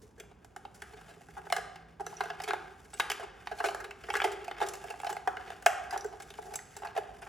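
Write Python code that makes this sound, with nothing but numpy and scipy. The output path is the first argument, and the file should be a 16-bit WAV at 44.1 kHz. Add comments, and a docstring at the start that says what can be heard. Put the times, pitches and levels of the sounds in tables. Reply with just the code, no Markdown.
"""Plastic connectors knock on hollow plastic housings as hands pull a wiring harness through a tight gap
in a machine frame. Each knock is a short push and rough contact that makes plastic parts ring.
A braided sleeve scrapes in many tiny jolts, and metal terminals tick with two high tones.
The garage answers these sounds with fading reflections.
Filtered noise makes far traffic and a gliding sine makes a faint hum underneath."""
import sys
import numpy as np
from scipy import signal
from scipy.fft import rfft, irfft, next_fast_len
from scipy.io import wavfile
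from scipy.ndimage import uniform_filter1d

SR = 44100
rng = np.random.default_rng(int(sys.argv[2]) if len(sys.argv) > 2 else 0)


def digitize_waveform(pressure):
    """Quantize a signal to 16-bit integers and store it at the path in sys.argv[1].

    Rows of a 2-D input are taken as channels; values are limited to [-1, 1].
    """
    field = np.atleast_2d(pressure).T
    bounded = np.clip(field, -1, 1)
    quanta = np.round(bounded * 32767).astype(np.int16)
    wavfile.write(sys.argv[1], SR, quanta)


N = 321048  # length in samples

# The clear knocks. Each row: start in seconds, blow level in dB before the final mix, then levels in dB
# relative to the blow for hollow boom, panel, latch and edge snap, and contact time in ms.
KNOCKS = [(0.016, -59.5, 5.5, -10, -7, 2, 44), (0.1784, -49.5, 5, -11, -14, -11, 25),
          (0.1984, -39.5, -14, -12, -3.5, -4.5, 8.9), (0.236, -52, -8, 0, -12, -14, 4.6),
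          (0.3133, -58, -4, 6, -4, -8, 8.5), (0.4459, -46, -27, -5, -11.5, -2.5, 5.5),
          (0.5621, -32, -17, -6.5, -15, -10.5, 4.7), (0.6509, -41, -10, 5, -6, -17, 4.7),
          (0.7427, -47.5, -10.0, -21, -14, -4, 34), (0.8195, -27.5, -21, -16.5, -11.5, -12, 5),
          (0.9328, -44.5, -4, -1.5, -9, -17, 12), (0.9677, -47, -14, -0.5, -7, -14, 21),
          (1.0121, -44, -12, -7, -14, -11, 8), (1.088, -46.5, -23, -6, -7, -9, 39),
          (1.165, -52, 3.5, -2, -22, -24, 8), (1.2087, -53, -6, 1.5, -19, -7, 7),
          (1.285, -42, -9, -8, -24, -15, 5.4), (1.3675, -35, -10.5, 0, -22, -23, 31),
          (1.4681, -36.5, -19, -2.5, -30, -33.0, 5.2), (1.5005, -37.5, -44.0, 4, -0.5, -5, 3.1),
          (1.5239, -13.5, -34, -7.5, -9.5, -10.5, 4.2), (1.5643, -19, -23.5, -11, -15.5, -12, 5.3),
          (1.5814, -27.5, -14.5, -4.5, -16, -21, 6.9), (1.7569, -45, -8, -1, -1, -7.5, 7.4),
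          (1.909, -66, -17, -16, -18, -1, 3.8), (1.997, -38.5, -1, 2, -16, -20, 11),
          (2.0044, -40, 1.5, 10, -18, -9, 13.5), (2.0652, -27.5, -12.5, -9, -14.5, -9.5, 3.9),
          (2.1254, -51.5, -17, 13, -14, -17, 7.3), (2.2059, -19.5, -21, -4, -14.5, -20.5, 8),
          (2.2353, -35, -22, -1, -7, -10, 9.7), (2.2553, -29.5, -10, -12, -17, -19, 4.8),
          (2.3012, -22, -27, -8.5, -14, -30, 5.4), (2.3999, -28, -29, -4.5, -11, -17, 8.5),
          (2.4184, -42.5, -25, -3, -13, 5, 6), (2.4364, -35, -5, -5, -2, -1.5, 9.3),
          (2.4764, -27, -9, -5, -6.5, -16, 26), (2.4857, -41, -20.0, -13, -11, 2.5, 6.0),
          (2.5062, -15.5, -21.5, -14, -14.5, -26, 4.2), (2.5326, -22.5, -12.5, -3, -12.5, -17, 6.2),
          (2.9324, -39.5, -14, -7.5, -6.5, -11, 17), (2.9736, -62, -33.0, -24.0, 12, 11, 7.6),
          (2.9976, -13.5, -33, -10, -8, -13, 7.5), (3.0999, -20.5, -19.5, -11, -6, -6.5, 5.6),
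          (3.116, -21.5, -22, -13.5, -6, -7, 6.2), (3.1954, -36, -13, -1.5, -19, -15, 25),
          (3.2294, -38.5, -0.5, 3, -9.5, -12, 17), (3.471, -24, -31, -10.5, -10.5, -23, 4.7),
          (3.513, -28, -15.5, -2, -17, -26, 14.5), (3.5843, -40, -20, 0, -3, -8, 19),
          (3.6022, -20, -17, -5, -17.5, -26, 9.2), (3.6401, -20.5, -12, -2, -11.5, -18.5, 21),
          (3.6554, -31, -7, -9, -1.5, -6, 16), (3.686, -27, -20, 2, -4.5, -27.0, 3.7),
          (3.7469, -22.5, -26, -8.5, -25, -13, 3.3), (3.8013, -28.5, -17, -12, -22, -17.5, 13),
          (3.8412, -30.5, -13, -18, -10.5, -15, 13), (3.9085, -32.5, -34, -19, -5.5, -12.5, 4.7),
          (4.0372, -35, -11, -14, -8, -19, 9.5), (4.0856, -27, -10, -10, -33, -30, 8.7),
          (4.1011, -24.5, -18.0, -4, -3.5, -18, 5.8), (4.1385, -17, -36.0, -16, -15, -21, 7.5),
          (4.1525, -12.5, -16.5, -25.0, -15.5, -25, 6), (4.1654, -23.5, -17, -8, -10, -11, 11.5),
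          (4.2009, -14.5, -43, -18, -11, -28, 3.7), (4.2173, -19, -34, -8.5, -6.5, -21, 5.1),
          (4.2408, -22.5, 0, 1.5, -3, -9.5, 14.6), (4.3164, -49.5, 10.5, -11, 3, 5, 17),
          (4.4108, -56, 9, -10, 5, -12, 23), (4.4442, -39, -30, -24, -9, -6.5, 8.6),
          (4.4792, -39, -34.0, 9, -0.5, -6, 7.3), (4.5116, -27.5, -15, -4.5, -11, -22, 4.6),
          (4.6024, -31.5, -20, -0.5, -10, -14, 14), (4.6135, -24.5, -5.5, 3.5, -10.5, -19, 11.5),
          (4.6237, -24, -6, -7, -13, -16.5, 16), (4.6634, -42.5, -13, 5, -3, 1.5, 19),
          (4.6862, -39, -25, -19, -7, 8.5, 9.2), (4.7351, -38, -16, -1.5, -3, 0.5, 10.5),
          (4.752, -39, -17, -10, -18, -3.5, 7.7), (4.8399, -41.5, -10, 3.5, -20, -18.5, 13.5),
          (4.9018, -36.5, -12, 4, -2, -4.5, 11.7), (4.939, -37.5, -25, -1.5, -17, -28, 4.4),
          (5.0005, -38.5, -27, 0, -1.5, -3.5, 2.8), (5.033, -30, -24, -2, -19, -24, 4.4),
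          (5.0454, -29.5, -13, 1.5, -11.5, -12, 4.4), (5.0664, -31, -34, 4.5, -5, -13, 8.4),
          (5.0924, -29, -10.5, -0.5, -15, -12, 21), (5.1264, -30.5, -17, -4, -12, -11, 4.6),
          (5.1662, -27, -34, -5, -8, -19, 2.5), (5.2739, -19, -18.5, 1, -16, -18.5, 6.2),
          (5.2824, -37.5, -19, 9, -9, -20, 3.7), (5.3687, -24.5, -26, -13, -13.5, -25, 3.8),
          (5.4075, -36.5, -21, -21, -12, -20, 6.7), (5.4744, -43, -8, 2, -5, -21, 9.3),
          (5.5024, -30.5, -21, -5, -14, -16, 5.4), (5.6236, -36, -25, -11, -16, -9.5, 8.1),
          (5.661, -7, -27.5, -3.5, -11.5, -10.5, 5.7), (5.9074, -29.5, -29, -25, -18, -10.5, 11),
          (5.9254, -29, -11.5, 1.5, -16, -16.5, 32), (5.9604, -37.5, 0, 10, -13, -18, 4),
          (5.9763, -32, -10, -5, -13, -2.5, 3.8), (6.0442, -30.5, -1, -5.5, -29, -12, 8),
          (6.1244, -48, -6, 8, -13, -19.0, 25), (6.2, -33.5, -23, -8, -13, -13, 8.6),
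          (6.221, -44.5, -12, -5, -5.5, 0, 12), (6.3031, -40.5, -9, -10, -1, -3.5, 6.3),
          (6.3389, -42.5, -20, -10, -4, -7, 3.6), (6.3864, -40, -2.5, 8.5, -30, -26, 7.4),
          (6.4242, -41, -9, -10, -12, -9, 6.2), (6.4532, -54, 9, 12.5, -17, 0, 36),
          (6.5054, -48.5, -1.5, 10.5, -9, -9, 38), (6.5375, -34.5, -18, -3.5, -7, -3, 9.1),
          (6.5554, -39.5, -13, 3.5, -5, 4, 6.3), (6.589, -30, -30, -26, -21, -27, 3.7),
          (6.766, -38.5, -16, -1, -10, -1, 9.3), (6.82, -40, -26, 3.5, -12, -15, 8.1),
          (6.8329, -34.5, -13, 0, -10, -25, 4), (6.8473, -28.5, -34, -3.5, -19, -19.0, 14),
          (6.87, -41.5, -13, 0, -1, -11, 6.8), (6.9505, -39, -9, 0, -14, -16, 19),
          (6.9631, -32, -20, 4.5, -6, -19.0, 9.3), (6.975, -24, -12, 0.5, -14.5, -15.5, 7.6),
          (6.9824, -35, -5, 5, -9, -15, 9.1), (7.219, -35.5, -21, -6, -13, -16.5, 21),
          (7.2654, -36, -16, -9, -15, -32, 11)]
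# The ways the plastic parts ring. Each row: family (0 boom, 1 panel, 2 shell, 3 latch), pitch in Hz,
# strength in dB within its family, time to fade by 60 dB in seconds, random detuning as a share of the pitch.
RINGING_MODES = [(0, 401, 6, 0.032, 0.014), (1, 726, 14, 0.019, 0.032), (1, 785, 16, 0.013, 0.027),
                 (1, 922, -6, 0.018, 0.0067), (2, 1266, 4, 0.0054, 0.056), (2, 1632, 2.5, 0.025, 0.022),
                 (2, 1688, -1.5, 0.026, 0.0069), (2, 1837, 2.5, 0.01, 0.05), (3, 2178, 1, 0.012, 0.024),
                 (3, 2572, 1.5, 0.012, 0.055), (3, 2990, 2.5, 0.0076, 0.018), (3, 3587, -1, 0.0084, 0.12),
                 (3, 3900, -3.5, 0.0029, 0.12), (3, 4630, 4, 0.0022, 0.1)]
# The broad snap of hard plastic edges. Each row: frequency in Hz, relative strength in dB.
EDGE_SNAP = [(2000, -38), (3000, 0.5), (5500, 10.5), (8000, 10.5), (10000, 8), (12500, 3.5), (16000, -17)]
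# The sleeve dragged over the housings. Each row: time in seconds, level of the ringing in dB
# before the final mix, level of the bright rasp in dB relative to that ringing.
SCRAPE = [(0.0, -70, 4), (0.35, -70, -13), (0.7, -69, -4), (0.799, -57.5, -1.5), (1.081, -56, -8),
          (1.26, -58.5, -3), (1.381, -56, -8.5), (1.56, -54, -3), (1.8, -60.5, -18), (1.97, -68, -11),
          (2.1, -56, -2.5), (2.43, -46.5, -17), (2.74, -59, -9), (3.0, -60.5, 6), (3.12, -50.5, -33),
          (3.528, -57.5, -3.5), (3.69, -53, 4), (3.89, -69, -9), (4.12, -44.5, -8), (4.28, -47.5, -8.5),
          (4.56, -52, -20), (4.63, -42.5, -7), (4.74, -59, -4), (4.85, -46.5, -6), (4.96, -56.5, -7),
          (5.1, -45, -1.5), (5.22, -70, 0), (5.48, -46, -14.5), (5.68, -62, -4), (5.88, -48, -14),
          (6.14, -58, -5.5), (6.45, -57.5, -1.5), (6.68, -59.5, -3.5), (6.82, -54, -5), (6.93, -57, -20),
          (7.28, -58, -1.5)]
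# Metal terminals ticking on something hard. Each row: start in seconds, peak level in dB before the
# final mix, pitch in Hz, level of a second, lower ring in dB relative to the first.
TERMINAL_TICKS = [(0.2, -38, 7580, 2), (2.0648, -30, 6100, -33), (2.1688, -33.5, 5800, -18),
                  (2.939, -29, 8010, -31), (4.1323, -33, 8050, -15), (4.1664, -37, 5500, -22.5),
                  (4.318, -37, 7820, -17), (5.0165, -36.5, 9100, -5), (5.128, -33, 7750, -21),
                  (5.909, -31, 4950, -14), (5.977, -34.5, 5730, -28), (6.0093, -26.5, 5900, -25),
                  (6.061, -39, 7570, -13), (6.221, -38, 7900, -12), (6.557, -18, 7780, -12),
                  (6.766, -31, 7700, -22), (7.217, -44, 9200, -14)]
# How the garage echoes. Each row: frequency in Hz, time to fade by 60 dB in seconds, relative strength in dB.
GARAGE = [(275, 0.72, 7.5), (860, 0.9, 0.5), (1260, 0.81, 7), (1540, 0.82, 1.5), (2800, 0.65, 3),
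          (4400, 0.68, 2.5), (9100, 0.46, 3.5), (15100, 0.13, 10.5)]
# The balance of the traffic noise. Each row: frequency in Hz, relative strength in dB per Hz.
TRAFFIC = [(25, -30), (42, -9), (57, -1), (75, -6.5), (120, -9), (170, -8.5), (300, -13.5), (480, -16),
           (1040, -21.5), (2300, -36), (6000, -47), (16000, -56)]
# The far hum. Each row: time in seconds, pitch in Hz, level in dB before smoothing and the tone curve.
HUM = [(.9, 166, -78), (1.02, 166.7, -67.5), (2.25, 164, -63.5), (2.45, 160.5, -67.5), (3.2, 160, -75)]
# How alike the two ports hear. Each row: frequency in Hz, left-right likeness from 0 to 1.
LIKENESS = [(60, 0.98), (130, 0.93), (430, 0.81), (640, 0.39), (1410, 0.93), (3100, 1), (6820, 0.82),
            (15000, 0.68)]
# How far the left port runs ahead. Each row: frequency in Hz, phase lead in radians.
LEFT_LEAD = [(0, 0), (950, 0.35), (1550, -0.2), (3100, 0.6), (5080, 0.4), (6030, -0.4), (7750, 0.1),
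             (8100, 1.9), (8870, 2.0), (11600, -0.7), (13000, -2.9), (14300, -3.8), (15200, -6.1),
             (16500, -6.3)]
# How much louder the left port is. Each row: frequency in Hz, level difference in dB.
LEFT_LOUDER = [(60, -2), (180, -1.5), (420, -2), (760, -3), (1150, 5), (1650, 0), (4970, 0), (15000, 0)]
# Overall tone: the deepest bass is cut and the top treble slightly uneven. Each row: frequency in Hz, gain in dB.
TONE_CURVE = [(22, -35), (45, 2.5), (12300, -4), (13300, -1), (14300, 5)]

RING_SAMPLES = 3072  # room for one knock
SHELL_DB = -8  # shell ringing, relative to the blow
BOOM_RISE_S = 0.0048  # the hollow fills slowly
MODE_SPREAD_DB = 1.5  # each blow lands elsewhere and favours other modes
SNAP_SPREAD_DB = 1.5  # each edge favours its own bands
SMALL_PARTS_HZ = 363  # below this the parts are too small to radiate

TAP_COUNT = 70
TAP_DB, TAP_SPREAD_DB = 8, 2.5  # light taps relative to the scrape level
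TAP_COLOUR_DB = (-14, -11, -11, -15)  # boom, panel, latch and edge snap, relative to the tap
TAP_COLOUR_SPREAD_DB = 3.5
TAP_CONTACT_MS = (2.5, 8)  # shortest, longest

SLIPS_PER_S, CLUMP_DB = 3200, 4.0  # average rate, and how much the slips bunch
TICKS_PER_S, TICK_SPREAD_DB = 400, 4.5  # braid strands that let go one by one
TICK_DB = 0  # strand ticks relative to the slips

TERMINAL_T60_S, LOWER_RING_SHARE = 0.018, 0.82  # fade by 60 dB; lower pitch as a share of the upper one
GARAGE_DB, TRAFFIC_DB = -8, -57.5  # echo gain and traffic level, before the final mix
BAND_LIMIT_HZ = 16300


def knocks():
    """A blow and a short chatter make the housings ring; the edges snap hardest at first touch."""
    t, out = np.arange(RING_SAMPLES) / SR, np.zeros((2, N))
    rows = np.r_[KNOCKS, taps()]
    noise = rng.standard_normal((len(rows), 5, RING_SAMPLES))
    push = 2.22 * np.exp(-0.5 * ((t - 0.0006) / 0.00008) ** 2)  # one hard, very short push
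    crack = 1.0 * (t == t[24])  # its sharp edge, a single sample
    for (s, blow_db, boom_db, panel_db, latch_db, edge_db, contact_ms), chance in zip(rows, noise):
        age = t / (max(contact_ms, 0.5) / 1000)  # 1 at the contact time
        touch = (1 - np.exp(-age / 0.065)) * np.exp(-age ** 3)
        rough = chance[:4] * abs(chance[:4])  # squaring the size makes the noise spikier
        drive = push + touch * rough[:2]
        rings = signal.fftconvolve(drive[None], housings(chance[4])[:, None], axes=2)
        snap = coloured(crack + touch * rough[2:] * np.exp(-1.2 * age), EDGE_SNAP)
        patches = np.c_[np.geomspace(3000, 15000, num=12), SNAP_SPREAD_DB * chance[4, -12:]]
        parts = [*rings[:, :, :RING_SAMPLES], coloured(snap, patches)]
        sound = 0
        for level_db, part in zip((boom_db, panel_db, SHELL_DB, latch_db, edge_db), parts):
            # the loudest stretch of about 5 ms sets each part's level
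            loudest = np.sqrt(uniform_filter1d(part ** 2, 220).max(1, keepdims=True))
            sound = sound + gain_of(level_db) * part / loudest
        add(out, s, gain_of(blow_db) * sound)
    return out


def taps():
    """Light taps at chance moments follow the strength of the sleeve's drag; rows as for the knocks."""
    s, level_db, _ = np.transpose(SCRAPE)
    at, slowness = rng.random((TAP_COUNT, 2)).T
    start = at * N / SR
    chance = rng.standard_normal((TAP_COUNT, 5))
    blow_db = np.interp(start, s, level_db) + TAP_DB + TAP_SPREAD_DB * chance[:, 0]
    colour_db = np.add(TAP_COLOUR_DB, TAP_COLOUR_SPREAD_DB * chance[:, 1:])
    return np.c_[start, blow_db, colour_db, np.interp(slowness, (0, 1), TAP_CONTACT_MS)]


def housings(chance):
    """Hollow, panel, shell and latch each ring as fading sines; chance shifts their pitch and strength."""
    t, rings = np.arange(RING_SAMPLES) / SR, np.zeros((4, RING_SAMPLES))
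    for k, (family, hz, db, t60, spread) in enumerate(RINGING_MODES):
        turns = hz * (1 + spread * chance[k]) * t
        fade = gain_of(db + MODE_SPREAD_DB * chance[-20 - k] - 60 * t / t60)
        rings[round(family)] += (-1) ** k * fade * np.sin(2 * np.pi * turns)  # neighbours alternate in sign
    rings[0] *= 1 - np.exp(-t / BOOM_RISE_S)
    return rings / np.linalg.norm(rings, axis=1, keepdims=True)


def scrape():
    """The sleeve sticks and slips in dense clumps and its strands tick, making the same housings ring."""
    s, level_db, bright_db = np.transpose(SCRAPE)
    t = np.arange(N) / SR
    clumps = evened(uniform_filter1d(uniform_filter1d(rng.standard_normal(N), 900), 900))
    slip_db = 1.1 * np.minimum(rng.exponential(1, N), 4) + CLUMP_DB * clumps
    jolts = gain_of(slip_db) * (rng.random(N) < SLIPS_PER_S / SR)
    slips = signal.oaconvolve(jolts[None], np.hanning(120)[None], "same") * rng.standard_normal((2, N))
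    tick_db = TICK_SPREAD_DB * np.minimum(rng.exponential(1, N), 4)
    ticks = gain_of(tick_db) * (rng.random(N) < TICKS_PER_S / SR)
    ticks = signal.oaconvolve(ticks, np.exp(-t[:300] / 0.0021))[:N] * rng.standard_normal((2, N))
    drag = evened(slips) + gain_of(TICK_DB) * evened(ticks)
    shares = gain_of([[-7], [-5], [-3], [-5]])  # boom, panel, shell, latch
    ring = (shares * housings(np.zeros(RING_SAMPLES))).sum(0)
    body = signal.oaconvolve(drag, ring[None], axes=1)[:, :N]
    # the rasp takes the two drag signals in the other order, so it differs from the ringing
    rasp = evened(coloured(drag[::-1], EDGE_SNAP)) * gain_of(np.interp(t, s, bright_db))
    return (evened(body) + rasp) * gain_of(np.interp(t, s, level_db))


def terminal_ticks():
    """A brief scratchy touch on metal sets off a high ring and a second ring below it."""
    t, out = np.arange(1024) / SR, np.zeros((2, N))
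    noise = rng.standard_normal((len(TERMINAL_TICKS), 1024))
    for (s, db, hz, lower_db), chance in zip(TERMINAL_TICKS, noise):
        upper = np.sin(2 * np.pi * hz * t)
        lower = gain_of(lower_db) * np.sin(2 * np.pi * LOWER_RING_SHARE * hz * t)
        ring = gain_of(-60 * t / TERMINAL_T60_S) * (upper + lower)
        scratch = chance * np.exp(-t / 0.0014)
        tick = np.convolve(scratch, ring)[:1024]
        add(out, s, gain_of(db) * tick / abs(tick).max() * np.ones((2, 1)))
    return out


def garage(x):
    """Scattered reflections, strongest from the frame close by, fade at a different speed in each band."""
    reflections = np.zeros((4, SR))
    at = np.arange(120, SR - 20, 20) + rng.integers(0, 20, (4, (SR - 121) // 20))
    strength = 1 + 3.44 * np.exp(-at / SR / 0.0057)
    np.put_along_axis(reflections, at, rng.choice([-1., 1.], at.shape) * strength, 1)
    hz, t, bands = signal.stft(reflections, SR, nperseg=256)
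    band_hz, t60, db = np.transpose(GARAGE)
    start_db = read(np.c_[band_hz, db], hz)[:, None]
    decay_db = start_db - 60 * t / read(np.c_[band_hz, t60], hz)[:, None]
    tail = signal.istft(bands * gain_of(decay_db), SR, nperseg=256)[1]
    tail = tail / np.linalg.norm(reflections[:2, :SR // 20])
    paths = signal.fftconvolve(np.r_[x, x[::-1]], tail, axes=1)[:, :N]
    return paths[:2] + paths[2:]  # each output gathers echoes of both input signals


def traffic():
    """Far traffic and air are steady noise, shaped to be strongest in the bass."""
    return gain_of(TRAFFIC_DB) * evened(coloured(rng.standard_normal((2, N)), TRAFFIC))


def hum():
    """One faint low sine glides in pitch and comes and goes."""
    s, hz, db = np.transpose(HUM)
    t = np.arange(N) / SR
    level = np.sqrt(2) * gain_of(np.interp(t, s, db, -120, -120))
    turns = np.cumsum(np.interp(t, s, hz)) / SR
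    return uniform_filter1d(level, 4000) * np.sin(2 * np.pi * turns)


def ports(pair):
    """Of two microphone ports, the right hears a shifted share of the left and a share of its own."""
    size = next_fast_len(pair.shape[1])
    hz = np.fft.rfftfreq(size, 1 / SR)
    same = np.clip(read(LIKENESS, hz), 0, 1)
    left, own = rfft(pair, size)
    right = same * left * np.exp(-1j * read(LEFT_LEAD, hz)) + np.sqrt(1 - same ** 2) * own
    lean = gain_of(read(LEFT_LOUDER, hz) / 2)  # half the difference goes to each side
    return irfft(np.array([left * lean, right / lean]), size)[:, :N]


def gain_of(db):
    """Turns decibels into a plain multiplier."""
    return 10 ** (np.asarray(db) / 20)


def evened(x):
    """Scales a sound to an average (rms) level of 1."""
    return x / np.sqrt(np.mean(x ** 2) + 1e-20)


def read(points, hz):
    """Reads between the rows of a table along a log-frequency axis."""
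    f, value = np.transpose(points)
    return np.interp(np.log(hz + 1), np.log(f + 1), value)


def coloured(x, points):
    """Boosts or cuts each frequency by a table in dB."""
    hz = np.fft.rfftfreq(x.shape[-1], 1 / SR)
    return irfft(rfft(x) * gain_of(read(points, hz)), x.shape[-1])


def add(mix, s, sound):
    """Mixes a sound in, starting at a time in seconds."""
    part = mix[:, max(round(s * SR), 0):][:, :sound.shape[1]]
    part += sound[:, :part.shape[1]]


def scene():
    """Two ports hear the harness, its garage echo and the traffic; the hum is added equally to both."""
    small = signal.butter(N=8, Wn=SMALL_PARTS_HZ, btype="high", fs=SR, output="sos")
    harness = signal.sosfilt(small, knocks() + terminal_ticks() + scrape())
    around = harness + gain_of(GARAGE_DB) * garage(harness) + traffic()
    return ports(around) * gain_of(-3.0) + hum()


def record(dry):
    """A tone curve shapes the sound, then a filter removes the highest treble."""
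    shaped = coloured(dry, TONE_CURVE)
    low_pass = signal.firwin(511, BAND_LIMIT_HZ, window=("kaiser", 9), fs=SR)
    return signal.oaconvolve(shaped, low_pass[None], "same")


dry = scene()
out = record(dry)
digitize_waveform(out)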